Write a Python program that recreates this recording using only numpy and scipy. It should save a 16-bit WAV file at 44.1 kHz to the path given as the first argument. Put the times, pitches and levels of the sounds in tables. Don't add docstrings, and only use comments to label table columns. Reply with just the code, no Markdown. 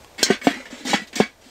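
import sys
import numpy as np
from scipy import signal
from scipy.fft import rfft, irfft, next_fast_len
from scipy.io import wavfile
from scipy.ndimage import map_coordinates

SR = 44100
rng = np.random.default_rng(int(sys.argv[2]) if len(sys.argv) > 2 else 0)


def convert_level_to_amplitude(level_db):
    exponent = np.asarray(level_db, float) / 20
    return 10 ** exponent


def put_to_file(sound):
    columns = np.atleast_2d(sound).T
    safe = np.clip(columns, -1, 1)
    whole_steps = np.round(safe * 32767)
    wavfile.write(sys.argv[1], SR, whole_steps.astype(np.int16))


N = 66150
TIME = np.arange(N) / SR

# (time [s], level [dB], polarity [-], modes (frequency [Hz], level [dB], t60 [s]))
THUDS = [
    (0.229, -8, -0.98, [(400, 2, 0.014), (546, 8.5, 0.0041)]),
    (.3022, -4.5, -1, [(215.6, -4.5, 0.084), (260, -1, 0.046), (384, 2, 0.055), (703, -11, 0.089), (1548, -15.5, 0.2005), (3415, -27, 0.207)]),
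    (0.4701, -6, -0.83, [(280.2, 7.5, 0.055), (696, -1, 0.069), (480, 17, 0.0084), (1683, -21, 0.2), (2790, -17, 0.08)]),
    (0.9326, -11.5, 0.89, [(373, -23, 0.065), (595, 0.5, 0.034), (719, -13.5, 0.12), (810, 5, 0.058), (1690, -11, 0.038), (1910, -14, 0.12), (2000, -15, 0.3), (948, -6, 0.071)]),
    (1.2015, -4.5, -1.07, [(216.4, 0, 0.079), (256, -5.5, 0.063), (417, 7.5, 0.023), (552, 1.5, 0.016), (738, -5.5, 0.047), (900, -23, 0.09), (2220, -24, 0.26)]),
]
ROCK_ATTACK_S = 0.0014
TICK_HZ, TICK_WIDTH_HZ = 2400, 6000


def unit(x):
    return x / np.sqrt(np.mean(x ** 2) + 1e-20)


def along(points, hz):
    f, value = np.transpose(points)
    return np.interp(np.log(hz + 1), np.log(f + 1), value)


def wobble(rate):
    values = rng.standard_normal(int(N * rate / SR) + 4)
    return map_coordinates(values, [TIME * rate])


def filtered(x, response):
    m = next_fast_len(N + SR // 2)
    return irfft(rfft(x, m) * response(np.fft.rfftfreq(m, 1 / SR)), m)[..., :N]


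def peak(f, hz, width):
    return 1j * f * width / (hz * hz - f * f + 1j * f * width)


def decay(start, db, t60):
    return (TIME >= start) * convert_level_to_amplitude(db - 60 * np.maximum(TIME - start, 0) / t60)


def ring(start, modes, attack):
    hand_t60, buzz_rad, buzz_per_s, buzz_above_hz = .18, .8, 60, 1200
    t = np.maximum(TIME - start, 0)
    total = np.zeros(N)
    for hz, db, t60 in modes:
        buzz = buzz_rad * (hz > buzz_above_hz) * wobble(buzz_per_s)
        envelope = convert_level_to_amplitude(db - 60 * t / min(t60, hand_t60))
        total = total + envelope * np.sin(2 * np.pi * hz * t + buzz)
    return total * (1 - np.exp(-t / attack))


def air():
    # (frequency [Hz], density [dB per Hz])
    hiss_colour = [(12, -37), (20, 0), (177, -20.5), (485, -12.5), (923, -16), (1060, -21.5), (5530, -27.5),
                   (7520, -29), (16000, -41)]
    # (time [s], level [dB])
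    hiss_level = [(0, 4), (.15, 3.5), (.5, 3.5), (1.1, 0.5), (1.35, -1.5), (1.5, 1.5)]
    # (time [s], level [dB])
    wind = [(0, -62), (.07, -56), (.16, -70), (.45, -62), (.55, -78), (1.1, -76), (1.17, -52), (1.25, -61),
            (1.5, -75)]
    air_db, rumble_hz = -52, 110
    hiss = unit(filtered(rng.standard_normal(N), lambda f: convert_level_to_amplitude(along(hiss_colour, f))))
    rumble = unit(filtered(rng.standard_normal(N), lambda f: 1 / (1 + (f / rumble_hz) ** 2)))
    hiss_db = air_db + np.interp(TIME, *np.transpose(hiss_level)) + 0.52 * wobble(11.64)
    rumble_db = np.interp(TIME, *np.transpose(wind)) + 1.1 * wobble(13.0)
    return convert_level_to_amplitude(hiss_db) * hiss + convert_level_to_amplitude(rumble_db) * rumble


def grit():
    grains_per_s, spread_db, judder_db = 9000, 2, 1.5
    hit = rng.random(N) < grains_per_s / SR
    size_db = spread_db * np.minimum(rng.exponential(size=N), 4) + judder_db * wobble(120)
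    return unit(hit * rng.choice([-1, 1], N) * convert_level_to_amplitude(size_db))


def contact():
    starts = [.179, .255, .414, .445, .485, .565, .70, .849, .9, .935, .98, 1.07, 1.129, 1.155, 1.205, 1.41,
              0, 1.25]
    lengths = [.049, .09, .03, .025, .08, .06, .15, .051, .033, .04, .05, .025, .026, .046, .04, .09, .12,
               .08]
    press_start_db = [-35.5, -30, -47.5, -38, -31, -45.5, -41.5, -32.5, -31, -25, -43, -51, -39.5, -30.5,
                      -26, -56.5, -56, -53]
    press_end_db = [-31, -32.5, -35.5, -38, -37, -43.5, -43.5, -26, -27, -34.5, -44, -58.5, -44, -29.5, -38,
                    -55, -69, -60.5]
    treble_db = [3, -17, 7, 12, 1, 3, 5, 7.5, 7, -5, 6, 14, 0, 10.5, -4, 11.5, 10, 2]
    # (time [s], strength [dB], brightness [dB], rattle t60 [s])
    taps = [(.3035, -23.5, -22, 0.079), (.4698, -16, -23, 0.036), (.6535, -39.5, -12, 0.15),
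            (.9325, -22, -18, 0.058), (1.2012, -15.5, -21, 0.029), (1.129, -34, 3, 0.016),
            (1.1555, -41, 7, 0.017), (.4145, -31.5, -18, 0.014), (0.19, -33, 3, 0.023),
            (0.25, -38.5, 14, 0.026), (.955, -26.5, -3, .02), (1.231, -25.5, -12, 0.021)]
    attack_s, release_s = 0.0015, 0.016
    dull, bright = np.zeros(N), np.zeros(N)
    strokes = zip(starts, lengths, press_start_db, press_end_db, treble_db)
    for start, length, from_db, to_db, bright_db in strokes:
        t = TIME - start
        press = convert_level_to_amplitude(np.interp(t, [0, length], [from_db, to_db])) * np.clip(t / attack_s, 0, 1)
        press = press * np.exp(-np.maximum(t - length, 0) / release_s)
        dull = dull + press
        bright = bright + press * convert_level_to_amplitude(bright_db)
    for start, db, bright_db, t60 in taps:
        press = decay(start, db, t60)
        dull = dull + press
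        bright = bright + press * convert_level_to_amplitude(bright_db)
    return dull, bright


def sheet(colour):
    # (frequency [Hz], t60 [s])
    sheet_t60 = [(300, 0.036), (2000, 0.11), (6000, 0.072), (14000, 0.04)]
    hz, t, z = signal.stft(rng.standard_normal(SR // 4), SR, nperseg=128)
    level_db = along(colour, hz)[:, None] - 60 * t / along(sheet_t60, hz)[:, None]
    h = signal.istft(z * convert_level_to_amplitude(level_db), SR, nperseg=128)[1]
    return h / np.linalg.norm(h)


def shifting(force, count=17):
    # (frequency [Hz], density [dB per Hz])
    sheet_colour = [(120, -21), (300, -3.5), (800, -11), (1250, -9.5), (2100, -5), (7500, -18),
                    (10500, -30.5), (16000, -50)]
    shift_s = 0.0907
    total = np.zeros(N)
    for k in range(count + 1):
        share = np.sqrt(np.clip(1 - np.abs(TIME / shift_s - k), 0, 1))
        total = total + signal.fftconvolve(force * share, sheet(sheet_colour))[:N]
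    return total


def scraping():
    # (frequency [Hz], width [Hz], level [dB])
    lid_modes = [(1542, 36, -14), (1664, 18, 0.5), (1783, 90, -3.5), (1990, 23, 1), (2128, 62, -3.5),
                 (2259, 41, -2.5), (2837, 55, -16), (2945, 180, -15), (3333, 130, -10.5), (4044, 58, -7.5),
                 (4380, 46, -26), (5600, 84, -36), (7670, 250, -20.5)]
    bright_hz, grit_db, lid_db = 4150, -18.5, -4
    hollow_db, hollow_hz, hollow_width_hz = -6.5, 250, 63

    def high(f):
        return (1j * f / bright_hz / (1 + 1j * f / bright_hz)) ** 2

    def lid_response(f):
        return sum((-1) ** k * convert_level_to_amplitude(db) * peak(f, hz, width)
                   for k, (hz, width, db) in enumerate(lid_modes))

    def hollow_response(f):
        return peak(f, hollow_hz, hollow_width_hz) * np.sqrt(SR / hollow_width_hz / np.pi)

    dull, bright = contact()
    grains = grit()
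    force = filtered(grains, lambda f: 1 - high(f)) * dull + filtered(grains, high) * bright
    direct = filtered(force, lambda f: peak(f, TICK_HZ, TICK_WIDTH_HZ))
    clear = filtered(force, lid_response) / np.std(filtered(grit(), lid_response))
    hollow = filtered(rng.standard_normal(N) * dull, hollow_response)
    return shifting(force) + convert_level_to_amplitude(grit_db) * direct + convert_level_to_amplitude(lid_db) * clear + convert_level_to_amplitude(hollow_db) * hollow


def singing():
    # (time [s], level [dB], frequency [Hz], t60 [s])
    rings = [(.181, -31, 2210, 0.18), (.189, -30, 4550, 0.072), (.192, -30, 5030, 0.04),
             (.192, -32, 3320, 0.11), (.31, -29, 2266, .17), (.31, -37, 3036, 0.061),
             (.333, -22.5, 3400, 0.059), (.316, -36, 4506, .1), (.32, -34, 4700, 0.11),
             (.36, -47, 2800, 0.053), (.416, -26.5, 2230, .1), (.418, -34, 1930, .08),
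             (.472, -30, 2275, 0.13), (.495, -29, 3300, .08), (.5, -34, 2170, .12),
             (.53, -29.5, 1935, 0.13), (.535, -40, 2260, 0.13), (.61, -37.5, 2153, 0.25),
             (.655, -30, 1770, 0.054), (.662, -42, 2900, 0.1), (.905, -24.5, 3914, 0.2),
             (.91, -24.5, 2895, 0.17), (.935, -21.5, 3330, 0.14), (.965, -28, 1960, 0.12),
             (.995, -30.5, 1960, 0.2), (1, -35.5, 1895, 0.16), (1.13, -39, 2228, 0.073),
             (1.13, -52, 4100, .06), (1.1565, -25, 5600, 0.036), (1.1565, -24.5, 7500, 0.055),
             (1.202, -23, 2686, 0.056), (1.203, -24, 1653, 0.11), (1.21, -29.5, 3343, .15),
             (1.215, -32, 4700, 0.1), (1.22, -32, 4522, 0.14), (1.228, -22.5, 2260, 0.15),
             (1.288, -42, 2260, .1), (.85, -34.5, 816, 0.14), (0.896, -30, 1240, .05), (.57, -35, 832, .08),
             (.985, -38, 772, .1), (0.304, -20, 1880, 0.076), (.325, -28, 2170, 0.13),
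             (.77, -42, 292, 0.072), (0.469, -24, 4670, 0.044), (1.166, -35, 5500, .06),
             (.045, -46, 1100, 0.096)]
    return sum(ring(s, [(hz, db, t60)], ROCK_ATTACK_S) for s, db, hz, t60 in rings)


def ticks():
    # (time [s], level [dB], t60 [s])
    snaps = [
        (.0458, -28, .014),
        (.079, -40, .01),
        (.148, -38, .01),
        (.2299, -4, .008),
        (.4705, -17, .003),
        (1.018, -39, .008),
        (1.31, -45, .01),
        (.2345, -5, .006),
        (.8565, -24, .012),
        (1.1562, -19, .008),
    ]
    top_hz = [6000, 6000, 10000, 14000, 9000, 8000, 7000, 15000, 9000, 12000]
    noise = rng.standard_normal(N)
    total = np.zeros(N)
    for (start, db, t60), hz in zip(snaps, top_hz):
        burst = decay(start, db, t60) * noise
        total = total + filtered(
            burst, lambda f: peak(f, TICK_HZ, TICK_WIDTH_HZ) / (1 + 1j * f / hz) ** 2)
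    return total


def dome():
    # (time [s], level [dB], frequency [Hz], t60 [s])
    rocks = [(0.289, -18, 300, 0.015), (0.416, -29.5, 250, 0.062), (.507, -12.5, 250, 0.025),
             (.531, -23, 410, 0.023), (.563, -26, 253.6, 0.15), (.6, -33, 547, 0.089),
             (0.726, -22, 250, 0.057), (0.807, -28.5, 280, 0.053), (.851, -18.5, 252, 0.11),
             (0.94, -5.5, 210, 0.046), (0.899, -19, 200, 0.075), (0.996, -29, 215, 0.055),
             (1.016, -21.5, 213, 0.054), (1.164, -14, 255, 0.023), (1.46, -36.5, 259.3, 0.089)]
    thud_attack_s = 0.00069
    thuds = sum(sign * convert_level_to_amplitude(db) * ring(s, modes, thud_attack_s) for s, db, sign, modes in THUDS)
    return thuds + sum(ring(s, [(hz, db, t60)], ROCK_ATTACK_S) for s, db, hz, t60 in rocks)


def ground():
    ground_db, ground_t60, ground_hz, width_hz = -35, 0.077, 77, 61
    drops = sum(decay(s, db, ground_t60) for s, db, *_ in THUDS)
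    shake = rng.standard_normal(N) * drops
    soil = filtered(shake, lambda f: peak(f, ground_hz, width_hz) * np.sqrt(SR / width_hz))
    return convert_level_to_amplitude(ground_db) * soil


def clang():
    # (frequency [Hz], level [dB], t60 [s])
    rim_modes = [(1524, -0.5, 0.048), (1578, -4, 0.17), (3144, 3, 0.075), (3330, 4.5, 0.072),
                 (4146, 6.5, 0.11), (4554, -5, 0.17), (4860, -5, 0.083), (5390, -1, 0.2), (5545, -7, 0.23),
                 (6150, 5, 0.021), (6400, -3, 0.15), (6840, 3, 0.062), (7260, 0, 0.13), (7980, -2.5, 0.1)]
    # (frequency [Hz], density [dB per Hz])
    chatter_colour = [(800, -25), (1500, -14.5), (3300, -13), (4400, -1.5), (6500, 2.5), (9500, -15),
                      (12500, -22), (16000, -18)]
    # (time [s], level [dB], t60 [s])
    rattles = [
        (0.2295, -6, 0.018),
        (0.235, -15, 0.1),
        (1.1547, -22, 0.037),
    ]
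    clang_s, clang_db, crack_s = .2295, -21, .0003
    chatter = np.zeros(N)
    for start, db, t60 in rattles:
        force = grit() * decay(start, db, t60)
        chatter = chatter + signal.fftconvolve(force, sheet(chatter_colour))[:N]
    return convert_level_to_amplitude(clang_db) * ring(clang_s, rim_modes, crack_s) + chatter


def highpass(f, hz):
    s = 1j * f / hz
    return (s * s / (s * s + np.sqrt(2) * s + 1)) ** 2


def scene():
    vibration = scraping() + singing() + dome() + clang()
    lid = filtered(vibration, lambda f: highpass(f, 170))
    return (air() + lid + ticks() + ground())[None]


def band_limit(x):
    return signal.sosfilt(signal.butter(12, 16480, fs=SR, output="sos"), x)


def record(dry):
    # (frequency [Hz], gain [dB])
    microphone = [(15, -12), (45, -6.5), (70, 0.5), (9000, -0.5), (10600, -6), (13000, 3), (15700, -3.5)]
    clip, knee, top_hz = 1.15, 5, 15700
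    heard = filtered(dry, lambda f: convert_level_to_amplitude(along(microphone, f)))
    clipped = heard / (1 + np.abs(heard / clip) ** knee) ** (1 / knee)
    mix = filtered(clipped, lambda f: f < top_hz)
    return band_limit(mix)


dry = scene()
out = record(dry)
put_to_file(out)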